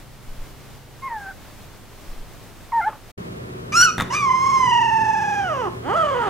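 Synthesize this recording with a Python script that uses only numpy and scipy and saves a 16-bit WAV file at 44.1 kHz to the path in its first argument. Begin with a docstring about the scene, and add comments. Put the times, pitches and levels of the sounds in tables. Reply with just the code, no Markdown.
"""Soft hiss, and over it a newborn puppy, held in the hands, whimpers twice. After a moment of silence
an older pup, close by in a second, humming room, yelps, gasps with a rattle, holds a long trembling
howl that sinks away, and starts a lower moan. Each cry follows the source-filter principle: vibrating
vocal folds supply harmonics and breath noise, and the resonances of throat and mouth shape them.
Walls add reverberation, fans and motors hum, and a hand softly bumps the microphone."""
import sys
import numpy as np
from scipy import signal
from scipy.fft import rfft, irfft
from scipy.io import wavfile
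from scipy.ndimage import uniform_filter1d

SR = 44100
rng = np.random.default_rng(int(sys.argv[2]) if len(sys.argv) > 2 else 0)


def pcm_store(signal):
    """Save signal as 16-bit PCM."""
    levels = np.round(np.clip(np.atleast_2d(signal), -1, 1) * 32767)
    wavfile.write(sys.argv[1], SR, levels.astype(np.int16).T)


N = 277389
TIME = np.arange(N) / SR
BINS = np.fft.rfftfreq(N, 1 / SR)

# Vocal tract response with the head lowered and the mouth nearly shut.
# Each row: frequency in Hz, relative gain in dB.
CLOSED_THROAT = [(500, 6), (1250, 38.5), (2050, 27), (2650, 12.5), (3000, 29), (3400, 16.5), (3700, -13),
                 (4200, 9.5), (5700, 1), (6300, 7.5), (9000, -3), (15500, -24)]


def older_pup():
    """Posture sets the tract's resonances: muzzle raised for yelp and howl, head lowered for the moan."""
    # Each row: time in seconds, pitch in Hz, relative level in dB, relative treble level in dB.
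    yelp = [(3.72, 1246, -34, -37), (3.73, 1161, -27, -36.5), (3.772, 1397, -13.5, -16.5),
            (3.804, 1413, -16.5, -16), (3.82, 1443, -13.5, -10.5), (3.828, 1502, -8, -20),
            (3.852, 1454, -15.5, -15), (3.876, 1304, -18.5, -42), (3.904, 1235, -26, -44),
            (3.91, 1180, -31, -40)]
    howl = [(4.1, 918, -31, -46.5), (4.144, 1155, -23, -29), (4.174, 1230, -26.5, -35.5),
            (4.294, 1026, -17.5, -44.5), (4.476, 1075, -19.5, -38.5), (4.572, 1058, -16.5, -38),
            (4.71, 963.7, -20, -40.5), (4.906, 897.4, -22, -46), (5.322, 835, -25.5, -46),
            (5.414, 801.4, -26.5, -47.5), (5.468, 730.3, -27, -53.5), (5.542, 560.6, -26.5, -52),
            (5.61, 487, -28.5, -53), (5.69, 331, -25.5, -59)]
    # Each row: time in seconds, pitch in Hz, relative level in dB.
    moan = [(5.82, 191, -46), (5.872, 284.2, -27.5), (5.908, 396.7, -21), (5.93, 464.5, -23),
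            (5.956, 666.6, -19), (5.984, 670.3, -18.5), (6.172, 487, -23.5), (6.206, 473.6, -24.5),
            (6.29, 374.3, -22)]
    # Resonances of the mouth and the open throat. Each row: frequency in Hz, relative gain in dB.
    yelp_mouth = [(1170, -11), (1400, 5.5), (2450, -11.5), (2800, -11), (3000, -8), (3500, -30),
                  (3950, -30), (4200, -11), (4500, -11.5)]
    howl_mouth = [(350, -4), (700, -9.5), (850, -5.5), (960, -4.5), (1060, -1), (1200, -7), (1550, -10.5),
                  (2150, -18.5), (2450, -6.5), (2600, -5.5), (2860, 9), (3150, -10), (3700, 7.5)]
    moan_mouth = [(330, -2), (600, -4), (680, -3.5), (900, 0), (1120, -2), (1340, -0.5), (1550, -14),
                  (2000, -23)]
    open_throat = [(500, -4), (1250, 32), (1750, 27.5), (2300, 14.5), (2950, 25.5), (3700, -6.5),
                   (4300, -2.5), (5000, 4.5), (5600, 11), (6500, 7.5), (7300, -5), (8000, -3.5),
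                   (9800, -14), (11000, -11.5), (15500, -34)]
    # Direction cues. Each row: frequency in Hz, left minus right level in dB, left lead in radians.
    direction = [(400, -3.5, 1.16), (920, -4, 1.21), (1400, -2.5, 1.05), (2000, -1, 1.02), (2900, 1, 1.16),
                 (4170, 6, 0.69), (5500, 3.5, -0.96), (8000, 1.5, -0.091)]
    dry = cry(yelp, yelp_mouth, open_throat, direction, gain_db=0.5, treble_db=-2, breath_db=-18.5,
              tremor_hz=28.2, tremor_depth=0.00063, tired_db=-1,
              jitter=0.005, shimmer=0.083, fray=0.061, edge_s=0.0024)
    dry += cry(howl, howl_mouth, open_throat, direction, gain_db=2.67, treble_db=-3, breath_db=-20,
               tremor_hz=27.82, tremor_depth=0.026, tired_db=11.5,
               jitter=0.00754, shimmer=0.049, fray=0.027, edge_s=0.0054, third_db_per_khz=-38.5)
    dry += cry(moan, moan_mouth, CLOSED_THROAT, direction, gain_db=0.5, treble_db=-32, breath_db=-10,
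               tremor_hz=25.9, tremor_depth=0.021, tired_db=12.5,
               jitter=0.0103, shimmer=0.073, fray=0.067, edge_s=0.0045)
    dry += gasp()
    return dry + reverberation(dry, t60=0.38, wet_db=-7, damp_hz=7440)


def newborn():
    """Two thin cries end in glottal closure; absorption by a sofa keeps the reverberation short."""
    # Each row: time in seconds, pitch in Hz, relative level in dB.
    whimper = [(1.02, 1052, -41), (1.038, 1076, -30.5), (1.07, 1068, -30), (1.102, 948, -31.5),
               (1.114, 942, -27.5), (1.18, 830.8, -36.5), (1.27, 766, -33.5), (1.3, 795, -31),
               (1.32, 713, -40.5)]
    squeak = [(2.72, 1080, -30.5), (2.73, 930.5, -20.5), (2.756, 932, -19.5), (2.792, 902, -19.5),
              (2.8, 881, -21.5), (2.816, 693, -28.5), (2.84, 702, -25.5), (2.866, 856, -23),
              (2.885, 880, -22)]
    # The glottis snaps shut. Each row: start in seconds, initial level in dB.
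    catches = [(1.315, -63), (2.88, -29), (2.925, -36)]
    # Mouth resonances and the spectrum of a catch. Each row: frequency in Hz, relative gain in dB.
    mouth = [(700, -6.5), (770, -3.5), (830, -3.5), (930, 5.5), (1060, 2), (1400, 5.5), (1550, -5),
             (1700, -8.5), (1860, -10.5), (2090, -4.5), (2300, -33), (2800, -45)]
    catch_spectrum = [(300, 2), (650, 12.5), (1300, 14.5), (2000, 1), (3300, -11), (6000, -37)]
    ahead = [(1, 0.0064, 0)]  # left and right nearly equal and in phase at every frequency
    dry = cry(whimper, mouth, CLOSED_THROAT, ahead, gain_db=0, treble_db=-59, breath_db=-6,
              tremor_hz=38.2, tremor_depth=0.006, tired_db=2.5,
              jitter=0.007, shimmer=0.088, fray=0.087, edge_s=0.0026, second_db=3.5)
    dry += cry(squeak, mouth, CLOSED_THROAT, ahead, gain_db=0.5, treble_db=-49, breath_db=-7.5,
               tremor_hz=40, tremor_depth=0.0019, tired_db=3,
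               jitter=0.0055, shimmer=0.031, fray=0.03, edge_s=0.0017, second_db=-5)
    dry += sum(undb(db) * puff(start, catch_spectrum, decay_s=0.022) for start, db in catches)
    return dry + reverberation(dry, t60=0.084, wet_db=-4.5, damp_hz=4020)[0]


def cry(contour, mouth, throat, direction, gain_db, treble_db, breath_db, tremor_hz, tremor_depth,
        tired_db, jitter, shimmer, fray, edge_s, second_db=0, third_db_per_khz=0):
    """Source and filter: the mouth shapes the folds' three lowest harmonics, the throat all the rest."""
    on = (TIME >= contour[0][0]) & (TIME <= contour[-1][0])
    t = TIME[on]
    note, *levels = curves(contour, t)
    level_db = levels[0]
    ring_db = levels[-1] + treble_db  # without a curve of its own the treble follows the level
    tremor, rasp_db = larynx(on, tremor_hz, tremor_depth, tired_db)
    pitch = note * (1 + tremor + jitter * undb(rasp_db / 2) * waver(174)[on])
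    # Each cycle closes a little early or late, which frays the high harmonics most.
    phase = 2 * np.pi * np.cumsum(pitch) / SR + fray * undb(rasp_db) * waver(490)[on]
    harmonic = np.arange(1, 31)[:, None]
    hz = harmonic * pitch

    amplitude = undb(ring_db) * throat_gains(harmonic, hz, throat)
    amplitude *= 1 + 12 * tremor  # the ring flutters with the pitch
    flutter_share = 0.46  # part of the quaver that the mouth turns into loudness
    fluttering = mouth_gains(note + flutter_share * (pitch - note), mouth, second_db, third_db_per_khz)
    steady = mouth_gains(note, mouth, second_db, third_db_per_khz)
    amplitude[:3] = undb(level_db) * fluttering / np.linalg.norm(steady, axis=0)

    pan_db, lead = at_frequency(direction, hz), at_frequency(direction, hz, column=2)
    folds = np.array([np.sum(amplitude * undb(side * pan_db) * np.sin(harmonic * phase + side * lead), 0)
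                      for side in (0.5, -0.5)])
    # Rasp makes the cycles uneven, then alternately strong and weak, and lets more air through.
    folds *= 1 + shimmer * undb(rasp_db) * waver(200)[on]
    subharmonic_depth = np.minimum(0.45 * shimmer * undb(2 * rasp_db), 0.5)
    folds *= 1 + subharmonic_depth * np.cos(phase / 2 + waver(90)[on])
    airflow = undb(breath_db + rasp_db) * np.sqrt(undb(ring_db) * np.linalg.norm(amplitude, axis=0))
    voice = np.sqrt(2) * folds + airflow * aspiration(on, phase, throat)
    out = np.zeros((2, N))
    out[:, on] = voice * undb(gain_db) * gate(t, t[0], t[-1], edge_s)
    return out


def larynx(on, tremor_hz, tremor_depth, tired_db):
    """Tremor modulates the pitch, most in mid-cry; the folds rasp at a crack and as the air runs out."""
    # Cracks of the voice. Each row: centre in seconds, half-width in seconds, extra rasp in dB.
    cracks = [(1.11, 0.053, 4.5), (3.724, 0.019, 12), (3.81, 0.0081, 6.5), (4.142, 0.052, 13.5)]
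    fresh_rasp_db, slowing_hz_per_s = -2.5, 3.41
    t = TIME[on]
    age = t - t[0]
    progress = age / age[-1]
    rasp_db = fresh_rasp_db + tired_db * progress ** 2.4  # the folds tire late in the cry
    rasp_db += sum(db * np.exp(-((t - centre) / width) ** 2) for centre, width, db in cracks)
    rate_hz = tremor_hz - slowing_hz_per_s * age
    depth = tremor_depth * np.abs(np.sin(np.pi * progress)) ** 0.42  # sets in early and lasts
    depth *= 1 + 0.25 * waver(12)[on]  # no two quavers are equally deep or equally long
    phase = 2 * np.pi * np.cumsum(rate_hz) / SR + 0.4 * waver(10)[on]
    return depth * np.cos(phase), rasp_db


def mouth_gains(pitch, mouth, second_db, third_db_per_khz):
    """Mouth resonances weight the three lowest harmonics; the third can fade as the folds tighten."""
    slack_hz = 408  # below this pitch the third harmonic is at full strength
    tightness_khz = np.maximum(pitch - slack_hz, 0) / 1000
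    source_db = [0, second_db, third_db_per_khz * tightness_khz]
    return np.array([undb(db + at_frequency(mouth, k * pitch)) for k, db in enumerate(source_db, 1)])


def throat_gains(harmonic, hz, throat):
    """Harmonics swell as they sweep across a resonance; the treble's short-term power is held near 1."""
    below_nyquist = np.clip((SR * 0.4 - hz) / 1000, 0, 1)
    gains = undb(at_frequency(throat, hz)) * below_nyquist
    treble_weight = np.clip((hz - 3500) / 600, 0, 1) * (harmonic > 3)
    treble_power = np.sum((gains * treble_weight) ** 2, axis=0)
    return gains / np.sqrt(uniform_filter1d(treble_power, SR // 30))


def aspiration(on, phase, throat):
    """Turbulence: air leaks through the folds once a cycle, as bright noise filtered by the throat."""
    bright_tilt = BINS ** 2 / (BINS ** 2 + 900 ** 2) * (1 + BINS / 7000)
    hiss = unit(noise(undb(at_frequency(throat, BINS)) * bright_tilt))
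    return hiss[on] * (1 + np.cos(phase))


def gasp():
    """Impulse excitation: a gulp of air slaps the throat, and each slap rings the damped chest."""
    # Each row: start in seconds, relative slap level in dB, relative chest level in dB.
    slaps = [(3.981, -9.5, -25), (3.992, -15, -22), (4, -8, -24), (4.008, -6, -39), (4.02, -6.5, -22),
             (4.024, -41, -27)]
    # Spectrum of a slap. Each row: frequency in Hz, relative gain in dB.
    slap_spectrum = [(240, -26), (400, -9), (630, -9.5), (712, -9.5), (1230, 2.5), (3100, -16),
                     (3610, -4.5), (4530, -41), (6320, -25), (8180, -26), (12300, -29.5), (14300, -50),
                     (15000, -36)]
    chest_hz, chest_decay_s = 190, 0.0026
    out = np.zeros(N)
    for start, slap_db, chest_db in slaps:
        age = np.maximum(TIME - start, 0)
        out += undb(slap_db - 8) * puff(start, slap_spectrum, decay_s=0.004)
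        out += undb(chest_db + 9.5) * np.sin(2 * np.pi * chest_hz * age) * np.exp(-age / chest_decay_s)
    return out


def puff(start, spectrum, decay_s):
    """A sudden burst of air through the throat gives filtered noise with an exponential decay."""
    age = np.maximum(TIME - start, 0)
    return unit(noise(undb(at_frequency(spectrum, BINS)))) * np.exp(-age / decay_s) * (age > 0)


def reverberation(x, t60, wet_db, damp_hz):
    """Diffuse reflections in a small furnished room decay exponentially, duller than their source."""
    t = TIME[:SR // 2]
    tail = rng.standard_normal(len(t)) + 0.5 * rng.standard_normal((2, len(t)))  # sides much alike
    tail *= undb(-60 * t / t60) * (t > 0.0015)
    tail /= np.sqrt(np.sum(tail ** 2, axis=1, keepdims=True))
    tail = signal.sosfilt(signal.butter(1, damp_hz, fs=SR, output="sos"), tail)
    return undb(wet_db) * signal.fftconvolve(x, tail, axes=1)[:, :N]


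def room_air():
    """Ambient noise: each room in turn has its own spectrum and its own left-right correlation."""
    # Each row: frequency in Hz, relative spectral density in dB.
    first_spectrum = [(12, -12), (20, 4), (59, -6), (133, -8.5), (181, -11.5), (215, -11), (345, -14),
                      (693, -17), (819, -17.5), (1180, -20), (1430, -21), (11000, -35), (14500, -34),
                      (15800, -36.5)]
    second_spectrum = [(12, -69), (20, -38), (37, -10.5), (123, -1), (240, -6), (335, -9), (375, -5.5),
                       (843, -26), (1050, -22.5), (1650, -27.5), (2370, -31), (2650, -32), (6470, -39.5),
                       (10700, -41), (15800, -47.5)]
    # Each row: frequency in Hz, correlation between left and right.
    first_coherence = [(60, 0.64), (120, 0.37), (400, 0.62), (2400, 0.74), (4400, 0.36), (15000, .05)]
    second_coherence = [(60, 0.85), (130, 1), (290, 0.71), (640, -0.86), (1410, -0.77), (3100, -0.67),
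                        (6820, -0.33), (15000, 0.54)]
    first_end_s, second_start_s = 3.118, 3.176
    first = stereo_noise(first_spectrum, first_coherence, level_db=-43.5, flicker_db=1.05)
    second = stereo_noise(second_spectrum, second_coherence, level_db=-36.5, flicker_db=-0.53)
    return first * gate(TIME, -1, first_end_s, 0.0089) + second * gate(TIME, second_start_s, 10, 0.002)


def stereo_noise(spectrum, coherence, level_db, flicker_db):
    """Partial coherence: one noise is shared by both sides, another enters them in opposite phase."""
    gain = undb(at_frequency(spectrum, BINS))
    correlation = np.clip(at_frequency(coherence, BINS), -0.9, 0.97)
    mid = noise(gain)
    side = noise(gain * np.sqrt((1 - correlation) / (1 + correlation)))
    return np.array([mid + side, mid - side]) / np.std(mid) * undb(level_db + flicker_db * waver(6))


def motor_hum():
    """Rotating fans and motors radiate low tones that wander slightly in frequency."""
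    # Each row: start in seconds, end in seconds, frequency in Hz, rms level in dB.
    tones = [(0, 1.05, 134.7, -49.5), (0, 3.12, 107.7, -54.5), (3.17, 6.3, 120, -42.5),
             (3.171, 5.4, 177, -46), (3.172, 6.3, 233, -52), (3.17, 6.3, 371, -48)]
    wander_hz = 2.462
    out = np.zeros(N)
    for start, end, hz, db in tones:
        phase = 2 * np.pi * np.cumsum(hz + wander_hz * waver(5.05)) / SR
        out += np.sqrt(2) * undb(db) * np.sin(phase) * gate(TIME, start, end, 0.022)
    return out


def hand_bumps():
    """Structure-borne sound: each touch of the hand gives the microphone one slow swing."""
    # Each row: centre in seconds, envelope peak in dB.
    bumps = [(0.311, -25), (.41, -24), (2.111, -25.5), (2.2, -25)]
    swing_hz, half_width_s = 16.7, 0.029
    out = np.zeros(N)
    for centre, db in bumps:
        t = TIME - centre
        out += undb(db) * np.exp(-(t / half_width_s) ** 2) * np.sin(2 * np.pi * swing_hz * t)
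    return out


def undb(db):
    """Decibels to amplitude ratio."""
    return 10 ** (np.asarray(db) / 20)


def unit(x):
    """Normalisation to rms 1."""
    return x / np.sqrt(np.mean(x ** 2))


def curves(rows, t):
    """Linear interpolation in time of a table's columns."""
    times, *columns = np.transpose(rows)
    return [np.interp(t, times, column) for column in columns]


def at_frequency(rows, hz, column=1):
    """Interpolation of one column on a logarithmic frequency axis."""
    rows = np.array(rows, float)
    return np.interp(np.log(np.maximum(hz, 1)), np.log(rows[:, 0]), rows[:, column])


def noise(gain):
    """Spectral shaping: white noise with a given gain in each frequency bin."""
    return irfft(rfft(rng.standard_normal(N)) * gain, N)


def waver(rate_hz):
    """Random modulation: noise low-passed at the given rate, with rms 1."""
    return unit(noise(1 / (1 + (BINS / rate_hz) ** 4)))


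def gate(t, start, end, edge_s):
    """A trapezoidal window from start to end."""
    return np.clip((t - start) / edge_s, 0, 1) * np.clip((end - t) / edge_s, 0, 1)


def scene():
    """Superposition of both puppies and the background of their rooms."""
    return newborn() + older_pup() + room_air() + motor_hum() + hand_bumps()


def record(dry):
    """Soft saturation rounds the loudest peaks, and a steep low-pass filter cuts the top."""
    ceiling, cutoff_hz = 0.9, 15750
    rounded = dry / (1 + (dry / ceiling) ** 6) ** (1 / 6)
    return signal.sosfilt(signal.ellip(10, 0.2, 80, cutoff_hz, fs=SR, output="sos"), rounded)


dry = scene()
out = record(dry)
pcm_store(out)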